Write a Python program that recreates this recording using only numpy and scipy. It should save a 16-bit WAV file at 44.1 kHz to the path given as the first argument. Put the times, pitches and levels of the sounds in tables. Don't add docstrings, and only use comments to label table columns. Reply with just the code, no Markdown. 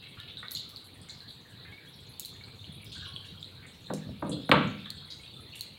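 import sys
import numpy as np
from scipy import signal
from scipy.fft import rfft, irfft, next_fast_len
from scipy.io import wavfile
from scipy.ndimage import uniform_filter1d

SR = 44100
rng = np.random.default_rng(int(sys.argv[2]) if len(sys.argv) > 2 else 0)


def transcribe(u):
    v = np.clip(np.atleast_2d(u).T, -1, 1)
    q = np.round(v * 32767).astype(np.int16)
    wavfile.write(sys.argv[1], SR, q)


N = 254898

# f/Hz, T60/s
SHELTER_T60 = [(150, 0.75), (400, 0.51), (1200, 0.34), (3000, 0.67), (4500, 0.52), (8000, 0.27),
               (10500, 0.18), (13000, 0.14)]
# delay/ms, gain
REFLECTIONS = [(6.6, 0.47), (8.1, 0.19), (18.5, 0.073), (22, 0.051)]
# f/Hz, relative level/dB
WASH_SPECTRUM = [(15, -45.5), (25, -23.5), (114, 3.5), (149, 1), (373, -7), (476, -6), (545, -12),
                 (1790, -16.5), (3080, -9.5), (3920, -2.5), (4250, -4.5), (5570, -35.5), (9570, -27.5),
                 (14800, -27), (16000, -24)]
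# t/s, sigma/s, level/dB
RUMBLE_SWELLS = [(0.976, 0.033, -53), (2.943, 0.14, -52)]
# t/s, level/dB, f/Hz
THUD_EVENTS = [(1.021, -45, 101), (2.697, -35.5, 167), (3.328, -40, 143), (4.099, -35, 100),
               (5.405, -41, 106)]
# t/s, level/dB
PATTER_LEVEL = [(0, -55.5), (1.498, -71.5), (2.4, -55.5), (3.3, -53), (4.1, -77), (4.55, -54.5),
                (5.78, -59)]
# t/s, level/dB, f/Hz, decay/ms
PLINK_EVENTS = [(0.059, -58, 2250, 10), (0.198, -58.5, 1743, 25), (1.087, -58.5, 2165, 3.9),
                (1.655, -58, 1650, 11), (1.724, -51.5, 2214, 14), (1.778, -55.5, 2310, 10),
                (1.873, -55.5, 3340, 11), (1.99, -56.5, 3300, 5), (2.41, -56, 2244, 9),
                (2.48, -61, 2370, 12), (3.066, -57.5, 1087, 42), (3.084, -58, 3230, 20),
                (3.18, -54, 3100, 20), (4.789, -56.5, 2670, 9.1), (5.197, -60, 2190, 13)]
# t/s, level/dB, f/Hz, width/octaves, direct-to-echo ratio
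FAR_DROPS = [(0.023, -52, 3020, 0.43, 0.05), (0.17, -57, 1470, 0.21, 0.21), (.187, -52, 3330, 0.35, .2),
             (0.278, -47.5, 3315, .28, .15), (0.430, -45.5, 1624, 0.49, 0.76),
             (0.517, -44.5, 12600, 0.29, 1), (0.548, -51, 6900, 0.17, 0.71), (.563, -39.5, 3960, 0.25, 0.5),
             (0.58, -63, 7500, 0.39, .1), (0.843, -62.5, 10200, 0.3, 0.46), (1.016, -61, 8800, 0.14, 0.87),
             (1.088, -55.5, 7000, 0.26, 0.32), (1.096, -45.5, 4090, 0.16, 0.61),
             (1.282, -47.5, 3980, 0.15, 0.28), (1.599, -54, 4040, 0.091, 0.68),
             (1.651, -54, 1980, 0.36, 0.39), (2.257, -54.5, 10700, 0.67, 0.56),
             (2.331, -66, 6900, 0.12, 0.28), (2.797, -57.5, 2550, 0.21, 0.27),
             (2.92, -45.5, 3800, 0.23, 0.28), (2.92, -58, 7130, 0.53, 0.13), (2.952, -55, 1580, 0.34, .1),
             (2.96, -61.5, 7700, 0.2, .1), (3.004, -66, 6400, 0.32, .1), (2.994, -46, 3800, 0.23, 0.12),
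             (3.024, -52, 1465, 0.13, .4), (3.045, -64, 5350, .15, 0.37), (3.052, -46, 3420, 0.27, 0.29),
             (3.247, -53.5, 2970, 0.19, 0.78), (3.25, -63, 6520, 0.93, .2), (3.626, -54, 2000, 0.35, 0.17),
             (3.666, -63, 8250, 0.18, 0.5), (3.844, -50.5, 3860, 0.13, .1), (3.937, -48, 7030, 0.8, 1),
             (4.295, -49, 8560, 0.23, 0.95), (4.317, -43, 3750, 0.24, 0.15), (4.41, -53.5, 3780, 0.28, .2),
             (4.675, -62.5, 6630, 0.15, 0.82), (4.859, -46.5, 3640, 0.12, 1),
             (4.86, -52.5, 1672, 0.4, 0.75), (4.97, -51, 4140, 0.17, 0.11),
             (5.103, -61.5, 6540, 0.19, 0.16), (5.145, -69.5, 6600, 0.13, 0.11),
             (5.104, -43.5, 4250, 0.22, 0.41), (5.236, -54.5, 3020, 0.32, 0.82),
             (5.529, -51, 2840, 0.21, 0.16), (5.547, -50.5, 3150, 0.41, 0.4),
             (5.555, -55, 10000, 0.45, 0.46)]
# t/s, ping/dB, f/Hz, spray/dB, echo gain/dB
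NEAR_DROPS = [(0.201, -31.5, 3700, -43, -8), (0.371, -30.5, 3780, -58, 1), (0.483, -27.5, 3920, -57, -7.5),
              (.5100, -36, 3860, -28.5, -2), (0.518, -32, 4230, -43, -3), (0.5507, -25, 4210, -29, 0.5),
              (0.692, -47, 3600, -40.5, 3.5), (0.7613, -31, 4440, -46, -6),
              (0.7697, -33.5, 4030, -42, -1.5), (1.2048, -36.5, 4220, -67, -1.5),
              (2.197, -34.5, 3820, -19.5, -4.5), (2.203, -45, 4140, -42, 0), (2.231, -38, 3600, -41, -3),
              (2.2491, -31.5, 4130, -32, -1.5), (2.258, -38, 4220, -25.5, -10),
              (2.4376, -36, 4270, -69, -1), (2.643, -35.5, 3150, -64, -4.5), (2.845, -57, 3600, -38, 0),
              (2.8668, -40, 3640, -60, -1), (3.1621, -26.5, 3260, -60, -7), (3.4282, -29, 3590, -50, -10),
              (3.444, -33, 3930, -61, -1), (4.494, -31, 3830, -30.5, -9), (4.9039, -25, 4260, -28, -10),
              (5.609, -24.5, 4220, -23.5, -4)]
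# f/Hz, relative level/dB, T60/s
PLANK_MODES = [(102, -20, .8), (157, -2, .83), (200, 0.5, .55), (232, -7, .55), (254, -6, .68),
               (313, -9, .45), (415, -7, .4), (445, -11, .35), (485, -4, .48), (522, -8, .42),
               (544, -6, .35), (588, -5, .38), (625, -14, .3), (695, -7, .3), (893, -1, .28),
               (919, -4, .24), (943, -5, .26), (1001, -11, .28), (1145, 3.5, .42), (1309, -8, .45),
               (1217, -5, .41), (1347, -7.5, .66), (1385, -12, .62), (1440, -13, .58), (1497, -12, .58),
               (1542, -9, .4), (1585, -13, .6), (1647, -13, .46), (1719, -8, .35), (1888, -7, .3),
               (2056, -10, .35), (2169, -13, .45), (2290, -9, .4), (2500, -12, .52), (2645, -5, .35),
               (2740, -13, .55), (2958, -10, .35), (3700, -12, .5), (4200, -12, .5)]
# f/Hz, relative level/dB
BLOW_SPECTRUM = [(30, -23), (90, -19), (160, 0), (280, 7), (390, -5), (520, 4), (750, -1), (1200, 3),
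                 (2000, 5), (2700, 4), (4200, 4.5), (5000, -20), (6000, -17), (15000, 26.5)]
# delay/ms, gain
END_RETURNS = [(0, 1), (2.63, 0.079), (5.26, 0.032)]
# t/s, strength/dB, cutoff/Hz, bass lag/ms, ring gain/dB, echo gain/dB
TOOL_BLOWS = [(3.899, -6, 1230, 10.3, 3, -6.5), (3.929, -6.5, 520, 6.4, 1.5, -9),
              (4.064, -17, 289, 6, 12, 10), (4.087, -18, 720, 6.9, 2, -14), (4.2227, -3, 1050, 7.5, 0.5, 0),
              (4.290, -8.5, 425, 6, 2, 7.5), (4.324, -24, 553, 5.6, -4, 12.5),
              (4.4913, 0.5, 1270, 4.8, -9, -24), (4.495, -2, 267, 2.47, -4, -7),
              (4.515, 9.5, 3870, 1.86, 2, -3.5), (4.518, 7, 3800, 2.02, -16.5, -6),
              (4.5212, 7, 1580, 2.32, -29.5, 3.5), (4.572, 0.5, 262, 3.47, -14, -2)]


def amp(db):
    return 10 ** (np.asarray(db) / 20)


def unit_rms(x):
    return x / np.sqrt(np.mean(x ** 2) + 1e-20)


def unit_energy(x):
    return x / (np.linalg.norm(x) + 1e-20)


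def unit_onset(x):
    return x / np.std(x[:SR // 30])


def at_hz(table, hz):
    f, value = np.transpose(table)
    return np.interp(np.log(hz + 1), np.log(f + 1), value)


def add(mix, start_s, sound):
    part = mix[max(round(start_s * SR), 0):][:len(sound)]
    part += sound[:len(part)]


def fft_filter(x, response):
    size = next_fast_len(len(x) + 4096)
    return irfft(rfft(x, size) * response(np.fft.rfftfreq(size, 1 / SR)), size)[:len(x)]


def band(x, hz, octaves):
    return fft_filter(x, lambda f: np.exp(-.5 * (np.log2((f + 1) / hz) / octaves) ** 2))


def lowpass(x, hz, order):
    return signal.sosfilt(signal.butter(order, hz, fs=SR, output="sos"), x)


def delay_sum(x, taps):
    out = np.zeros(len(x))
    for delay_ms, gain in taps:
        add(out, delay_ms / 1000, gain * x)
    return out


def swell(peak_s, sigma_s):
    return np.exp(-.5 * ((np.arange(N) / SR - peak_s) / sigma_s) ** 2)


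def wander(rate_hz):
    return unit_rms(lowpass(rng.standard_normal(N), rate_hz, order=2))


def shelter_ir(build_s=0.00031):
    hz, t, spectrum = signal.stft(rng.standard_normal(SR), SR, nperseg=256)
    decay = amp(-60 * t / at_hz(SHELTER_T60, hz)[:, None])
    tail = signal.istft(spectrum * decay, SR, nperseg=256)[1][:SR]
    return unit_energy(tail * (1 - np.exp(-np.arange(SR) / SR / build_s)))


def reverb(x, length):
    return signal.fftconvolve(x, shelter_ir())[:length]


def wash(level_db=-54):
    hz, _, spectrum = signal.stft(rng.standard_normal(N), SR, nperseg=1024, noverlap=768)
    patches = uniform_filter1d(rng.standard_normal(spectrum.shape), size=12, axis=0)
    patches = unit_rms(uniform_filter1d(patches, size=5, axis=1))
    depth_db = np.interp(hz, [300, 700, 1500, 10000, 13000], [2.6, 1.3, 2.7, 2.7, 1.2])
    colour_db = at_hz(WASH_SPECTRUM, hz) + np.interp(hz, [1000, 2000], [0, -3.5])
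    spectrum *= amp(colour_db[:, None] + depth_db[:, None] * patches)
    return amp(level_db) * unit_rms(signal.istft(spectrum, SR, nperseg=1024, noverlap=768)[1][:N])


def rumble(floor_db=-58, flutter_db=4):
    level = amp(floor_db) + sum(amp(db) * swell(s, sigma_s) for s, sigma_s, db in RUMBLE_SWELLS)
    flutter = amp(flutter_db * wander(rate_hz=6))
    return level * unit_rms(flutter * band(rng.standard_normal(N), hz=108.4, octaves=0.52))


def drone(level_db=-52, centre_hz=95, waver_hz=7):
    hz = centre_hz + waver_hz * wander(rate_hz=6)
    return amp(level_db) * swell(peak_s=3.1, sigma_s=0.47) * np.sin(2 * np.pi * np.cumsum(hz) / SR)


def thuds(wet=0.82):
    out, t = np.zeros(N), np.arange(SR // 2) / SR - .02
    for s, db, hz in THUD_EVENTS:
        push = np.exp(-2 * (t * hz) ** 2) * np.cos(2 * np.pi * hz * t)
        echo = unit_energy(reverb(push, len(t))) * np.linalg.norm(push)
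        add(out, s + t[0], amp(db) * (push + wet * echo))
    return out


def mist(level_db=-75, rate_per_s=150, spread_db=6, wet=1.6):
    sizes = amp(spread_db * np.minimum(rng.exponential(1, N), 3))
    ticks = band((rng.random(N) < rate_per_s / SR) * sizes, hz=8600, octaves=0.52)
    return amp(level_db) * unit_rms(delay_sum(ticks, REFLECTIONS) + wet * reverb(ticks, N))


def patter(rate_per_s=30, spread_db=4.5, decay_s=0.003):
    out, t = np.zeros(N), np.arange(512) / SR
    pitches_hz = np.geomspace(3250, 4450, num=16)
    for hz in pitches_hz:
        hits = rng.random(N) < rate_per_s / len(pitches_hz) / SR
        sizes = amp(spread_db * np.minimum(rng.exponential(1, N), 2.2))
        ping = t * np.exp(-t / decay_s) * np.sin(2 * np.pi * hz * t)
        out += signal.oaconvolve(hits * sizes, ping)[:N]
    level_db = np.interp(np.arange(N) / SR, *np.transpose(PATTER_LEVEL))
    return amp(level_db) * unit_rms(out + reverb(out, N))


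def splash(hz, octaves, direct, room_ir, gap_s=0.0012, bubble_decay_s=0.02,
           fallback_per_s=140, fallback_decay_s=0.028):
    t = np.arange(1024) / SR - .003
    hits_s = np.append(0, np.cumsum(gap_s * rng.uniform(.4, 1.6, size=3)))
    sigma_s = .23 / (hz * octaves)
    pulses = [np.exp(-.5 * ((t - s) / sigma_s) ** 2) * np.sin(2 * np.pi * hz * (t - s)) for s in hits_s]
    droplets = unit_energy(sum(pulse / np.sqrt(k + 1) for k, pulse in enumerate(pulses)))
    after_s = np.arange(SR // 8) / SR
    landings = (rng.random(len(after_s)) < fallback_per_s / SR) * rng.standard_normal(len(after_s))
    fallback = unit_energy(signal.fftconvolve(droplets, landings * np.exp(-after_s / fallback_decay_s)))
    bubble_hz = hz * 2 ** (octaves * rng.uniform(-.7, .7, size=4))
    age_s = np.maximum(t, 0)
    tones = np.sin(2 * np.pi * np.outer(bubble_hz, age_s)).sum(0)
    bubbles = unit_energy(tones * np.exp(-age_s / bubble_decay_s) * np.hanning(len(t)) ** .5)
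    sound = unit_energy(signal.fftconvolve(droplets + amp(-7) * bubbles, room_ir))
    add(sound, 0, direct * droplets)
    add(sound, .006, amp(-4.5) * fallback)
    return unit_onset(sound)


def drizzle(count=170, gain_db=-44, tilt_db_per_octave=0.5):
    out, room_irs = np.zeros(N), [shelter_ir()[:SR // 3] for _ in range(3)]
    for k, (jitter, pitch, size) in enumerate(rng.random((count, 3))):
        hz = 1250 * 9 ** pitch
        colour_db = min(at_hz(WASH_SPECTRUM, hz), -25) + tilt_db_per_octave * np.log2(hz / 4000)
        sound = splash(hz, octaves=.15, direct=.35, room_ir=room_irs[k % 3])
        add(out, (k + jitter) / count * N / SR, amp(gain_db + colour_db + 8 * size) * sound)
    return out


def plinks(rise_per_s=0.24):
    out, t = np.zeros(N), np.arange(SR // 2) / SR
    for s, db, hz, decay_ms in PLINK_EVENTS:
        phase = 2 * np.pi * hz * (t + rise_per_s * t ** 2 / 2)
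        bubble = unit_energy(np.exp(-t * 1000 / decay_ms) * np.sin(phase))
        echo = unit_energy(reverb(bubble, len(t)))
        add(out, s, amp(db) * unit_onset(bubble + echo))
    return out


def far_drops():
    out = np.zeros(N)
    for s, db, hz, octaves, direct in FAR_DROPS:
        add(out, s - .003, amp(db) * splash(hz, octaves, direct, shelter_ir()[:SR // 2]))
    return out


def near_drops(rise_s=0.00088, snap_decay_s=0.00071, sizzle_decay_s=0.012):
    out, t = np.zeros(N), np.arange(SR // 2) / SR
    ping_env = (t / rise_s * np.exp(1 - t / rise_s)) ** 2
    spray_env = np.exp(-t / snap_decay_s) + 0.085 * np.exp(-t / sizzle_decay_s)
    for s, ping_db, hz, spray_db, echo_db in NEAR_DROPS:
        ping = ping_env * np.sin(2 * np.pi * hz * t)
        spray = spray_env * band(rng.standard_normal(len(t)), hz=10000, octaves=1.0)
        drop = amp(ping_db) * ping + amp(spray_db) * spray / abs(spray).max()
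        early = drop + amp(echo_db) * delay_sum(drop, REFLECTIONS)
        add(out, s, early + amp(echo_db - 1) * reverb(early[:1024], len(t)))
    return out


def bending_wave(lag_ms, fastest_hz=3000):
    def response(f):
        slowness = np.maximum(np.sqrt(fastest_hz / (f + 60)) - 1, 0)
        delay_s = lag_ms / 1000 * slowness / np.interp(400, f, slowness)
        return amp(at_hz(BLOW_SPECTRUM, f)) * np.exp(-2j * np.pi * np.cumsum(delay_s) * f[1])
    return delay_sum(fft_filter(signal.unit_impulse(SR, 16), response), END_RETURNS)


def tool_knocks(ring_rise_s=0.0006, early_ring_s=0.018):
    out, t = np.zeros(N), np.arange(SR) / SR
    modes = sum(amp(db - 60 * t / t60_s) * np.sin(2 * np.pi * (hz * t + rng.random()))
                for hz, db, t60_s in PLANK_MODES)
    modes *= 1 - np.exp(-t / ring_rise_s)
    for s, db, cutoff_hz, lag_ms, ring_db, echo_db in TOOL_BLOWS:
        blow = lowpass(bending_wave(lag_ms), cutoff_hz, order=4)
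        joints = unit_energy(rng.standard_normal(1024) * np.exp(-t[:1024] / .009))
        blow = unit_energy(blow + (.4 + .1 * lag_ms) * signal.fftconvolve(blow, joints)[:SR])
        ring = unit_energy(lowpass(modes, 0.42 * cutoff_hz, order=3))
        radiated = lowpass(blow, hz=5630, order=1) + 0.8 * unit_energy(ring * np.exp(-t / early_ring_s))
        echo = unit_energy(signal.fftconvolve(radiated[:4096], shelter_ir(build_s=0.011))[:SR])
        click = unit_energy(band(rng.standard_normal(SR), hz=8000, octaves=0.33) * np.exp(-t / 0.0046))
        click += unit_energy(reverb(click[:1024], SR))
        click_db = -39 + 1.2 * min(db - 5, 0) + 12 * np.log2(min(cutoff_hz / 1200, 1))
        add(out, s, amp(db) * (blow + amp(ring_db) * ring + amp(echo_db) * echo + amp(click_db) * click))
    return signal.sosfilt(signal.butter(4, 85, "highpass", fs=SR, output="sos"), out)


def scene():
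    water = near_drops() + far_drops() + plinks() + drizzle() + patter() + mist()
    return (water + tool_knocks() + thuds() + wash() + rumble() + drone())[None]


def record(dry):
    fir = signal.firwin(255, 16100, window=("kaiser", 9), fs=SR)
    return signal.oaconvolve(dry, fir[None], "same")


dry = scene()
out = record(dry)
transcribe(out)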